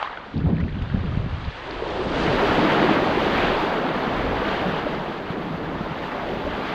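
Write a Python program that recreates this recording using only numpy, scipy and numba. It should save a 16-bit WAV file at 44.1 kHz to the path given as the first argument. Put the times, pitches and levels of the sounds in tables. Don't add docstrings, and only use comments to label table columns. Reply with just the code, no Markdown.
import sys
import numpy as np
from scipy import signal
from scipy.fft import rfft, irfft
from scipy.io import wavfile
from scipy.ndimage import uniform_filter1d
from numba import njit

SR = 44100
rng = np.random.default_rng(int(sys.argv[2]) if len(sys.argv) > 2 else 0)


def dump(signal):
    limited = np.clip(np.atleast_2d(signal).T, -1, 1)
    pcm = np.round(limited * 32767).astype(np.int16)
    wavfile.write(sys.argv[1], SR, pcm)


def volts(x):
    e = np.asarray(x, float) / 20
    return 10 ** e


N = 297234
TIME = np.arange(N) / SR
FREQ = np.fft.rfftfreq(N, 1 / SR)

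# frequency in Hz, relative level in dB per Hz.
WATER_COLOUR = [(59, -35.5), (100, -15.5), (125, -9), (157, -4), (215, -3.5), (310, -2.5), (420, -3),
                (560, -4), (720, -5.5), (887, -6.5), (1370, -11.5), (1630, -13), (2470, -20), (3310, -21),
                (4200, -25.5), (4900, -28), (5200, -35), (5800, -35), (6860, -40), (11000, -59),
                (14300, -96.5), (22000, -120)]


def unit(x):
    return x / np.sqrt(np.mean(x ** 2))


def curves(table):
    s, *columns = np.transpose(table)
    return [np.interp(TIME, s, column) for column in columns]


def colour(points):
    hz, db = np.transpose(points)
    return volts(np.interp(np.log(FREQ + 1), np.log(hz), db))


def walk(rate):
    hold = int(SR / rate)
    steps = np.repeat(rng.standard_normal(N // hold + 1), hold)
    return unit(uniform_filter1d(uniform_filter1d(steps, hold), hold)[:N])


def peak(s, db, rise, fade):
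    return db - np.where(TIME < s, rise * (s - TIME), fade * (TIME - s))


def together(*levels_db):
    return 10 * np.log10(sum(volts(db) ** 2 for db in levels_db) + 1e-30)


@njit
def lowpass(x, hz, damp):
    y, b, l = np.empty(len(x)), 0., 0.
    for i in range(len(x)):
        g = np.tan(np.pi * hz[i] / SR)
        v = (b + g * (x[i] - l)) / (1 + g * (g + damp))
        y[i] = l + g * v
        b, l = 2 * v - b, 2 * y[i] - l
    return y


@njit
def bubbles(n, s, hz, cycles, size, glide):
    out = np.zeros(n)
    for k in range(len(s)):
        start, life = int(s[k] * SR), cycles[k] * SR / hz[k]
        z = size[k] + 0j
        p = np.exp(2j * np.pi * hz[k] / SR - 2 / life)
        turn = np.exp(2j * np.pi * hz[k] * glide / SR / life)
        quick = np.exp(-10 / life)
        gate = 1.
        for i in range(start, min(n, start + int(2.5 * life))):
            z, p, gate = z * p, p * turn, gate * quick
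            out[i] += z.imag * (1 - gate)
    return out


def cloud(count, until_s, low_hz, high_hz, cycles, spread_db):
    when, pitch, loud = rng.random((count, 3)).T
    hz = low_hz * (high_hz / low_hz) ** np.sqrt(pitch)
    size = volts(spread_db * loud) * np.sqrt(hz)
    return unit(bubbles(N, when * until_s, hz, np.full(count, cycles), size, 0.27))


def tide():
    # time in seconds, roar in dB, then how far above the roar lie
    # the foam, the deep boom under the rock and the low-mid body, each in dB.
    wash_rows = [(0.0, -51, -15, -7, 3), (0.25, -52.5, 3, 11, 6.5), (0.49, -47.5, -4.5, 12, -2),
                 (0.7, -50, 0, 1, 5.5), (0.9, -46.5, -0.5, 0, 1.5), (1.05, -45.5, 0.5, 14, 5.5),
                 (1.3, -43, -2, 1, 1), (1.55, -40, -2.5, -12, -6.5), (1.7, -38.5, -3.5, -5, 3.5),
                 (1.9, -36.5, -2, -5, 8.5), (2.05, -35.5, -3, 6, 5.5), (2.22, -30, -0.5, 2, 3),
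                 (2.4, -28, -1.5, 1, 4), (2.68, -25.5, -3, 7, 3.5), (2.9, -26.5, -2.5, 2, 2),
                 (3.1, -29, -2, 6, 3), (3.45, -29.5, 1, 3, 3), (3.55, -29.5, -3, -2.5, 3.5),
                 (3.94, -29.5, -6.5, 3, 0.5), (4.24, -32, -4, 4, 3.5), (4.58, -32, -4, 3, 4),
                 (4.9, -33.5, -4.5, 5, 1), (5.2, -37, -6.5, 4.5, 3.5), (5.6, -37.5, -6, 9, 4.5),
                 (5.9, -36, -5.5, 6.5, 1), (6.15, -35, -5.5, 2.5, 1.5), (6.4, -35.5, -4.5, 5, 4.5),
                 (6.74, -33.5, -2, 4, -1.5)]
    # time of the peak in seconds, roar in dB, foam in dB, fade in dB per second.
    slap_rows = [(0.0, -30, -39.5, 63), (0.0286, -20, -23.5, 6000), (0.13, -42, -57, 212),
                 (0.175, -39, -35, 5000), (0.605, -42, -40, 1200), (0.823, -52, -40, 1200),
                 (1.451, -48, -41, 1500), (2.45, -33, -50, 64), (3.39, -27.5, -29.5, 45),
                 (4.48, -30.5, -33, 49), (4.79, -35, -41, 148), (5.305, -36, -39, 350),
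                 (5.43, -34, -50, 500), (6.12, -38, -42, 500), (6.47, -37, -55, 154)]
    slap_rise = 1.7
    hiss_open_s, hiss_rise = 2.36, 81
    toss_s, toss_width_s, toss_db = 2.13, 0.49, 6
    wash_db, bright_db, hollow_db, full_db = curves(wash_rows)
    slap_roar = [peak(s, db, slap_rise * fade, fade) for s, db, _, fade in slap_rows]
    slap_foam = [peak(s, db, slap_rise * fade, fade) for s, _, db, fade in slap_rows]
    roar_db = together(wash_db, *slap_roar)
    foam_db = together(wash_db + bright_db, *slap_foam)
    over = foam_db + 35
    toss = toss_db * np.exp(-((TIME - toss_s) / toss_width_s) ** 2)
    spray_db = -64.5 + 0.77 * over + toss
    hiss_db = -69.5 + 0.64 * over - hiss_rise * np.clip(hiss_open_s - TIME, 0, 1)
    return wash_db + hollow_db, wash_db + full_db, roar_db, foam_db, spray_db, hiss_db


def wind():
    # time in seconds, level in dB.
    breeze_rows = [(1.35, -64), (1.5, -44), (1.75, -39), (1.95, -40), (2.3, -32.5), (2.45, -35.5),
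                   (3.0, -39), (3.25, -37), (3.45, -33), (3.57, -33.5), (3.75, -49), (4.0, -49),
                   (4.26, -33), (5.1, -50), (5.9, -36.5), (6.15, -48), (6.55, -36), (6.74, -63)]
    # time in seconds, buffeting level in dB, thud strength in dB
    # before its swell and fade, thud pitch in Hz, ringing time in cycles (held to 1-10 below).
    puff_rows = [(0.366, -24, -21, 150, 1.7), (0.384, -31, -18, 149, 3), (0.441, -34, -11, 150, 2),
                 (0.465, -21, -9, 80, 2.1), (0.49, -21, -16, 174, 1.4), (0.53, -30, -8, 159, 4.4),
                 (0.58, -34, -21, 130, 3.5), (0.629, -25, -12.5, 77.5, 2.2), (0.72, -32.5, -22, 80, 2),
                 (0.819, -35.5, -11, 60, 1), (0.945, -24.5, -6, 137, 0.83), (0.996, -26, -27, 110, 1.3),
                 (1.032, -37, -24, 148, 2), (1.075, -28, -21, 50.3, 1.2), (1.144, -30.5, -25, 101, 1.7),
                 (1.173, -23.5, -6.5, 152, 0.75), (1.262, -33, -12, 166, 1.9), (1.329, -38, -15, 73, 3),
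                 (1.471, -35, -18, 65.6, 1.6)]
    gust_s, gust_end_s = 0.352, 1.495
    gust_start_db, sag, edge = -30.5, 2.5, 908
    puff_rise, puff_fade = 201, 128
    s, puff_db, db, hz, cycles = np.transpose(puff_rows).astype(float)

    steady_db = gust_start_db - sag * (TIME - gust_s)
    puffs_db = [peak(t, level, puff_rise, puff_fade) for t, level in zip(s, puff_db)]
    gust_db = together(steady_db, *puffs_db)
    gust_db = gust_db - edge * np.abs(TIME - np.clip(TIME, gust_s, gust_end_s))
    rattle_db = -41 + 3.4 * (gust_db + 22)
    breeze_db, = curves(breeze_rows)
    flutter = walk(10)
    chop = walk(34.97)

    eddy_hz = np.interp(TIME, [gust_s, gust_end_s], [133.4, 66])
    corner = np.clip(1.72 * eddy_hz * volts(1.0 * chop), 30, 2000)
    eddies = lowpass(rng.standard_normal(N), corner, 0.91)
    eddies = lowpass(eddies, 1.85 * corner, 2.1) / np.sqrt(corner)
    eddies = signal.sosfilt(signal.butter(1, 45, "high", fs=SR, output="sos"), eddies)
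    buffeting = unit(eddies * volts(0.7 * chop)) * volts(gust_db)

    mids = signal.butter(3, [350, 800], "band", fs=SR, output="sos")
    rattle = signal.sosfilt(mids, rng.standard_normal(N))
    rattle = unit(rattle) * volts(rattle_db + 1.0 * chop)
    thuds = bubbles(N, s, hz, np.clip(cycles, 1, 10), volts(db), 0.)

    rumble = lowpass(rng.standard_normal(N), np.full(N, 75.), 1.67)
    rumble = unit(lowpass(rumble, np.full(N, 160.), 0.79))
    breeze = rumble * (volts(breeze_db + 2.2 * flutter) + volts(-52.0))
    return buffeting + rattle + thuds + breeze


def splashes():
    # start in seconds,
    # strength in dB before swell, fade and filter, starting pitch in Hz.
    drop_rows = [(0.0285, -17, 1840), (0.1281, -28, 1630), (0.1725, -45.5, 1490), (0.3686, -29, 3230),
                 (0.379, -36, 4300), (0.43, -37, 1850), (0.5676, -26.5, 2010), (0.582, -23.5, 1540),
                 (0.639, -27, 2180), (0.61, -26, 1820), (0.681, -25, 1600), (0.692, -29, 2100),
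                 (0.747, -40, 2720), (0.822, -36, 4110), (0.9, -27, 1640), (1.06, -31, 2500),
                 (0.96, -25, 1400), (1.116, -38, 1070), (1.149, -31, 1300), (1.295, -30, 2600),
                 (1.429, -27, 1290), (1.45, -26, 3640), (1.71, -21, 3800), (5.2994, -35, 3530)]
    # start in seconds, strength in dB before swell and fade,
    # starting pitch in Hz, ringing time in cycles (held to 1-40 below).
    ring_rows = [(0.014, -21, 1220, 7), (0.0265, -14, 754, 4.1), (0.047, -17, 968, 8.8),
                 (0.06, -24, 1610, 10), (0.095, -26, 1350, 8), (0.074, -18, 1106, 9), (0.128, -27, 790, 6),
                 (0.108, -24, 1000, 4), (0.136, -26.5, 1540, 24), (0.173, -18.5, 1300, 4.3),
                 (0.185, -30, 1380, 8.8), (0.375, -42, 4280, 50), (0.6, -32.5, 1870, 34),
                 (0.685, -33, 1740, 27), (0.745, -37, 2700, 35), (0.855, -36, 1300, 22),
                 (0.9, -33, 1480, 27), (1.05, -41, 2380, 46), (1.12, -28, 1160, 14), (1.201, -43, 1020, 12),
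                 (1.684, -25, 890, 17), (1.74, -26, 947, 18), (1.86, -21, 870, 14),
                 (1.822, -18.5, 420, 7.8), (1.99, -16.5, 343, 11), (2.064, -19, 168, 4.7),
                 (2.275, -15.5, 157, 7.9), (2.3, -14.5, 127, 3.6), (2.425, -12, 384, 16.4),
                 (2.581, -15, 279, 13), (2.631, -9, 294, 7.9), (2.822, -8.5, 304, 5.6),
                 (2.843, -10.5, 353, 6), (2.735, -24, 300, 6.7), (2.91, -6.5, 273, 3.5),
                 (3.017, -13, 350, 13), (3.169, -11, 348, 6), (3.637, -10, 342, 4), (3.96, -18, 201, 2.6),
                 (4.073, -14.5, 179, 2.9), (4.309, -19.5, 224, 5.5), (4.419, -11, 440, 4.4),
                 (4.65, -14.5, 169.6, 8.7), (4.865, -12, 550, 7.4), (5.002, -20, 161, 4.9),
                 (5.302, -15, 150, 2.5), (5.508, -21, 151, 8.2), (5.634, -24, 150, 11),
                 (5.652, -28, 185, 4.9), (5.808, -15, 186, 2.5), (5.908, -20, 150, 4.6),
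                 (6.462, -17.5, 558, 11), (6.47, -22, 247, 5.5)]
    _, body_db, roar_db, _, _, _ = tide()
    s, db, hz = np.transpose(drop_rows).astype(float)
    drops = bubbles(N, s, hz, np.full(len(s), 4.5), volts(db), 0.31)
    drops = signal.sosfilt(signal.butter(4, 5200, fs=SR, output="sos"), drops)

    trickle = cloud(count=1000, until_s=2.0, low_hz=800, high_hz=4000, cycles=16.0, spread_db=14)
    trickle = volts(-53.0) * unit(irfft(rfft(trickle) * colour(WATER_COLOUR), N))

    gurgle = cloud(count=400, until_s=N / SR, low_hz=110, high_hz=527, cycles=5.0, spread_db=12)
    gurgle = gurgle * volts(body_db - 22.0)
    burble = cloud(count=2000, until_s=N / SR, low_hz=476, high_hz=3530, cycles=9.5, spread_db=13.5)
    burble = burble * volts(roar_db - 14)

    droplets = cloud(count=700, until_s=N / SR, low_hz=600, high_hz=4500, cycles=24.0, spread_db=14)
    droplets = unit(irfft(rfft(droplets) * colour(WATER_COLOUR), N)) * volts(roar_db - 13)

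    s, db, hz, cycles = np.transpose(ring_rows).astype(float)
    rings = bubbles(N, s, hz, np.clip(cycles, 1, 40), volts(db), 0.15)
    return drops + trickle + droplets + burble + gurgle + rings


def sea():
    # frequency in Hz, relative level in dB per Hz.
    hiss_colour = [(11350, -18), (11650, -10.5), (12300, -1), (13500, -6.5), (15500, -12), (15650, -38)]
    boom_db, body_db, roar_db, foam_db, spray_db, hiss_db = tide()
    froth = cloud(count=30000, until_s=N / SR, low_hz=120.0, high_hz=13850, cycles=5.4, spread_db=8.0)
    water = rfft(volts(-7.0) * froth + rng.standard_normal(N))
    water = water / np.sqrt(uniform_filter1d(np.abs(water) ** 2, size=4000))
    surf = water * colour(WATER_COLOUR)
    octave = np.log2(FREQ + 1)

    edges = np.array([(110, 260), (300, 620), (800, 1400), (1800, 4500), (5500, 10500)])
    middles = np.log2(edges).mean(axis=1)
    levels = (boom_db - 5.0, body_db - 0.5, roar_db, foam_db, spray_db)
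    gains = []
    for db, (low, high) in zip(levels, edges):
        in_range = irfft(surf * (FREQ > low) * (FREQ < high), N)
        gains.append(db - 20 * np.log10(np.std(in_range)))

    patchy_db = 0.7 + 0.05 * np.clip(-43.5 - body_db, 0, 25)
    low_slosh, mid_slosh, treble_slosh = walk(6.2), walk(8.3), walk(30)
    out = 0
    for centre in np.arange(6, 14, .5):
        band = irfft(surf * np.clip(1 - 2 * np.abs(octave - centre), 0, 1), N)
        share = [np.interp(centre, middles, row) for row in np.eye(len(edges))]
        slosh = (share[0] + share[1]) * low_slosh + share[2] * mid_slosh
        slosh = slosh + 0.6 * (share[3] + share[4]) * treble_slosh
        band_db = sum(w * gain for w, gain in zip(share, gains))
        out = out + band * volts(band_db + patchy_db * (slosh + 1.33 * walk(36)))

    hiss = unit(irfft(water * colour(hiss_colour), N))
    return out + hiss * volts(hiss_db + .7 * treble_slosh + .8 * walk(23))


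def scene():
    return (wind() + splashes() + sea())[None]


def roll_off(x):
    return signal.sosfilt(signal.butter(12, 15620, fs=SR, output="sos"), x)


def record(dry):
    mix = signal.sosfilt(signal.butter(2, 22, "high", fs=SR, output="sos"), dry)
    return roll_off(mix)


dry = scene()
out = record(dry)
dump(out)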